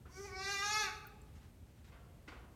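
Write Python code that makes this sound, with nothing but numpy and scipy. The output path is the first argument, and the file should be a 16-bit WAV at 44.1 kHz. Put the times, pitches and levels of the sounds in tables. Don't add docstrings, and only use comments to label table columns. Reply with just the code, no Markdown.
import sys
import numpy as np
from scipy import signal
from scipy.fft import rfft, irfft, next_fast_len
from scipy.io import wavfile
from scipy.ndimage import uniform_filter1d, map_coordinates

SR = 44100
rng = np.random.default_rng(int(sys.argv[2]) if len(sys.argv) > 2 else 0)


def voltage_ratio(level):
    return 10 ** (np.asarray(level, float) / 20)


def generate_wav(signal):
    frames = np.transpose(np.atleast_2d(signal))
    scaled = np.clip(frames, -1, 1) * 32767
    pcm = np.round(scaled).astype(np.int16)
    wavfile.write(sys.argv[1], SR, pcm)


N = 112454
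VOICE_N = SR

# frequency in Hz, level in dB.
OPEN_THROAT = [(800, -7), (1200, -4), (1650, 0), (2000, -7), (2550, -4), (2820, -10), (3000, -24),
               (3230, -26), (3420, -10), (3600, -7), (4000, -11), (4400, -8), (5000, -15), (5550, -9),
               (6100, -10), (7000, -17), (7700, -26), (9000, -25), (10300, -31), (11700, -28), (12600, -33),
               (13500, -46), (16000, -39)]


def unit(x):
    return x / np.sqrt(np.mean(x ** 2) + 1e-20)


def along(points, hz):
    f, v = np.transpose(points)
    return np.interp(np.log(hz + 1), np.log(f + 1), v)


def level_over_time(points, t):
    s, db = np.transpose(points)
    return np.interp(t, s, db, left=-120, right=-120)


def wobble(rate, count, size=N):
    knots = rng.standard_normal((count, int(size * rate / SR) + 4))
    place = np.arange(size) * rate / SR
    return np.array([map_coordinates(k, [place], order=1) for k in knots])


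def coloured(x, points):
    m = next_fast_len(len(x) + 8192)
    gain = voltage_ratio(along(points, np.fft.rfftfreq(m, 1 / SR)))
    return irfft(rfft(x, m) * gain, m)[:len(x)]


def overtones(t, hz, phase, mouth, low_db, mid_db, treble_db):
    # frequency in Hz, level in dB.
    closed_throat = [(800, -3), (1200, 1.5), (1600, -6), (1900, -4), (2250, -1.5), (2700, -19), (3100, -28),
                     (3800, -13), (4600, 0.5), (5400, -2.5), (6200, -12.5), (7600, -22), (16000, -48)]
    treble_hz = 3030
    shimmer_db, wander_rad, spread_rad = 3.5, 0.055, 0.16
    shut_treble_db, voiced_from_s = -7.5, 0.27

    k = np.arange(2, 37)[:, None]
    overtone_hz = k * hz
    throat = voltage_ratio((1 - mouth) * along(closed_throat, overtone_hz) + mouth * along(OPEN_THROAT, overtone_hz))
    flicker = voltage_ratio(shimmer_db * wobble(35, len(k), VOICE_N))
    wander = wander_rad * k * wobble(60, len(k), VOICE_N)
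    wave = flicker * np.cos(k * phase + spread_rad * k ** 2 + wander)

    held_down = np.clip((voiced_from_s - t) / 0.03 + 1, 0, 1)
    tone = voltage_ratio(low_db) * np.cos(phase)
    for share, db in ((overtone_hz < treble_hz, mid_db),
                      (overtone_hz >= treble_hz, treble_db + shut_treble_db * held_down)):
        weight = throat * share
        tone = tone + voltage_ratio(db) * (weight * wave).sum(0) / np.sqrt((weight ** 2).sum(0))
    return np.sqrt(2) * tone


def breath(hz, phase, mouth, mid_db):
    # frequency in Hz, level in dB.
    breath_colour = [(300, -36), (600, -37), (2000, -28), (4000, -17), (9000, -20), (16000, -9)]
    rasp_db, rasp_hz_per_s = 10.5, 425
    slide = uniform_filter1d(np.abs(np.gradient(hz)) * SR, SR // 50) / rasp_hz_per_s
    pulsed = rng.standard_normal(VOICE_N) * (1 + 0.7 * np.cos(phase))
    puffs = unit(coloured(pulsed, [(200, -10), *OPEN_THROAT]))
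    gain = voltage_ratio(mid_db + rasp_db * np.clip(slide, 0, 1)) * (0.34 + 0.41 * mouth)
    return gain * coloured(puffs, breath_colour)


def nose(t):
    # time in seconds, level in dB before the voice trim.
    hiss = [(0.08, -82), (0.12, -66.5), (0.188, -59), (0.23, -57.5), (0.32, -65)]
    # frequency in Hz, level in dB per Hz.
    nose_colour = [(2000, -39), (3300, -12), (4200, -25), (4650, -4), (5000, -17), (5350, -5), (5600, -2),
                   (6000, -1), (6500, -7.5), (7200, -12), (11400, -22.5), (12900, -19), (15500, -33)]
    level_db = level_over_time(hiss, t) + 1.6 * wobble(36, 1, VOICE_N)[0]
    return voltage_ratio(level_db) * unit(coloured(rng.standard_normal(VOICE_N), nose_colour))


def lamb():
    bleat = [(0.11, 342.3, -71, -65, -74), (0.13, 367, -73.5, -66, -72), (0.18, 384, -53, -57.5, -57),
             (0.208, 402.7, -47, -57.5, -68), (0.232, 396, -51.5, -57, -56.5), (0.26, 407, -46, -49, -53.5),
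             (0.268, 392, -47, -61, -60), (0.282, 384, -60, -49.5, -57.5), (0.3, 364, -77, -55.5, -71),
             (0.326, 371.8, -62, -52, -62.5), (0.412, 383.6, -54.5, -41.5, -47.5),
             (0.438, 392.9, -58, -47.5, -46), (0.458, 393.3, -53.5, -42.5, -47),
             (0.506, 398.4, -57, -37.5, -42.5), (0.528, 401.7, -52.5, -40, -43.5),
             (0.576, 392.7, -61.5, -39, -47.5), (0.6, 394.2, -52.5, -40.5, -44),
             (0.628, 402, -55.5, -36.5, -47), (0.648, 412.7, -61, -41.5, -42.5),
             (0.658, 410.4, -48.5, -40, -41.5), (0.696, 418.0, -65, -39.5, -43),
             (0.72, 426.9, -56.5, -39, -41), (0.746, 425.6, -60, -36.5, -38),
             (0.764, 430.5, -57, -35.5, -41.5), (0.81, 426.5, -47.5, -35.5, -41),
             (0.826, 413.2, -58, -41, -45.5), (0.842, 401, -54.5, -39.5, -43), (0.86, 397, -52, -41, -47.5),
             (0.885, 366, -71, -43.5, -60)]
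    shut_until_s, opens_s = 0.36, 0.15
    jitter, quaver = 0.0049, 0.0039
    edge_s, voice_trim_db = 0.011, -2.5

    t = np.arange(VOICE_N) / SR
    s, *columns = np.transpose(bleat)
    hz, low_db, mid_db, treble_db = [np.interp(t, s, c) for c in columns]
    mouth = np.clip((t - shut_until_s) / opens_s, 0, 1)
    shake = jitter * wobble(150, 1, VOICE_N)[0] + quaver * wobble(28.03, 1, VOICE_N)[0]
    phase = 2 * np.pi * np.cumsum(hz * (1 + shake)) / SR
    edge = np.clip(np.minimum(t - s[0], s[-1] - t) / edge_s + 1, 0, 1)
    voiced = overtones(t, hz, phase, mouth, low_db, mid_db, treble_db) + breath(hz, phase, mouth, mid_db)
    return voltage_ratio(voice_trim_db) * np.pad(edge * voiced + nose(t), (0, N - VOICE_N))


def pen(x):
    pen_db, pen_t60_s = -4, 0.12
    t = np.arange(SR // 8) / SR
    tail = rng.standard_normal(len(t)) * voltage_ratio(-60 * t / pen_t60_s) * (t > 0.003)
    return voltage_ratio(pen_db) * signal.fftconvolve(x, tail / np.linalg.norm(tail))[:N]


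def barn(x):
    # frequency in Hz, time to fall by 60 dB in seconds.
    barn_t60 = [(300, 1.26), (600, 1.15), (900, 1.16), (1500, 0.65), (3000, 0.72), (6000, 0.51),
                (12000, 0.69)]
    delay_s = 0.012
    hz, t, z = signal.stft(rng.standard_normal(SR), SR, nperseg=256)
    decay = voltage_ratio(-60 * t / along(barn_t60, hz)[:, None])
    tail = signal.istft(z * decay, SR, nperseg=256)[1]
    delayed = np.pad(x, (round(delay_s * SR), 0))
    return signal.fftconvolve(delayed, tail / np.linalg.norm(tail))[:N]


def boards():
    # start in seconds, level in dB before a 2 dB cut and the soft onset,
    # tilt in dB per octave around 1500 Hz, barn feed against the dry sound in dB.
    knocks = [(0.056, -51, -6, -1), (1.351, -65, 8, -1), (1.843, -59, 4.5, -5), (1.9, -65, -3, 18),
              (2.277, -42.5, -0.5, -3.5), (2.317, -45.5, -4, -2), (2.35, -50, -6.5, -1.5)]
    # frequency in Hz, level in dB per Hz.
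    board_colour = [(150, -20), (290, -6.5), (450, -7), (800, -4.5), (1400, 1.5), (2400, -2.5),
                    (3000, -7.5), (6000, -16.5), (9000, -28), (16000, -47)]
    knock_t60_s, rise_s = 0.11, 0.005
    out, t = np.zeros((2, N + SR)), np.arange(SR // 8) / SR
    for s, db, tilt_db, wet_db in knocks:
        colour = [(hz, level + tilt_db * np.log2(hz / 1500)) for hz, level in board_colour]
        burst = unit(coloured(rng.standard_normal(len(t)), colour))
        burst = burst * voltage_ratio(db - 2 - 60 * t / knock_t60_s) * (1 - np.exp(-t / rise_s))
        out[:, round(s * SR):][:, :len(t)] += burst * voltage_ratio([[0], [wet_db]])
    return out[:, :N]


def ticks():
    # start in seconds, level in dB before the soft onset, pitch in Hz,
    # time to fall by 60 dB in seconds.
    tick_list = [(.055, -51.5, 1314, 0.039), (.092, -60.5, 1028, 0.13), (1.052, -49, 1440, 0.086),
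                 (1.0682, -52, 12740, 0.038), (1.0697, -51, 15350, 0.033), (1.0736, -56, 15400, 0.017),
                 (1.2168, -50, 7640, 0.011), (2.281, -48, 300, 0.079)]
    rise_s = 0.0008
    out, t = np.zeros(N + SR), np.arange(SR // 10) / SR
    for s, db, hz, t60 in tick_list:
        crack = np.diff(rng.standard_normal(len(t) + 2), 2) * hz / 15000
        envelope = voltage_ratio(db - 60 * t / t60) * (1 - np.exp(-t / rise_s))
        out[round(s * SR):][:len(t)] += envelope * (np.sin(2 * np.pi * hz * t) + 0.18 * crack)
    return out[:N]


def straw():
    # time in seconds, level in dB before a 0.5 dB lift and the lumps.
    rustle = [(1.2, -77), (1.34, -77), (1.45, -74.5), (1.56, -89), (1.74, -82), (1.78, -75.5), (1.83, -81),
              (1.9, -71), (2, -100.5), (2.14, -81), (2.27, -79), (2.35, -92)]
    # frequency in Hz, level in dB per Hz.
    straw_colour = [(300, -20), (700, 0), (2000, -4), (4000, -10), (8000, -18), (16000, -30)]
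    level_db = level_over_time(rustle, np.arange(N) / SR) + 0.5 + 2.97 * wobble(45, 1)[0]
    return voltage_ratio(level_db) * unit(coloured(rng.standard_normal(N), straw_colour))


def air():
    # frequency in Hz, level in dB per Hz.
    air_colour = [(13, -40), (25, -40), (40, -5), (60, 0.5), (85, -0.5), (110, -5.5), (170, -10),
                  (300, -17), (450, -22.5), (700, -27), (1200, -35), (2500, -37), (5000, -42),
                  (9000, -41.5), (10400, -45), (12000, -42), (16000, -49)]
    level_db = -56.5 + 0.6 * wobble(3, 1)[0]
    return voltage_ratio(level_db) * unit(coloured(rng.standard_normal(N), air_colour))


def scene():
    barn_db = -5
    voice = lamb()
    wood, wood_feed = boards()
    room = pen(voice) + barn(voltage_ratio(barn_db) * voice + wood_feed)
    return (voice + room + wood + ticks() + straw() + air())[None]


def top_cut(x):
    return signal.sosfilt(signal.butter(12, 16370, fs=SR, output="sos"), x)


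def record(dry):
    return top_cut(dry)


dry = scene()
out = record(dry)
generate_wav(out)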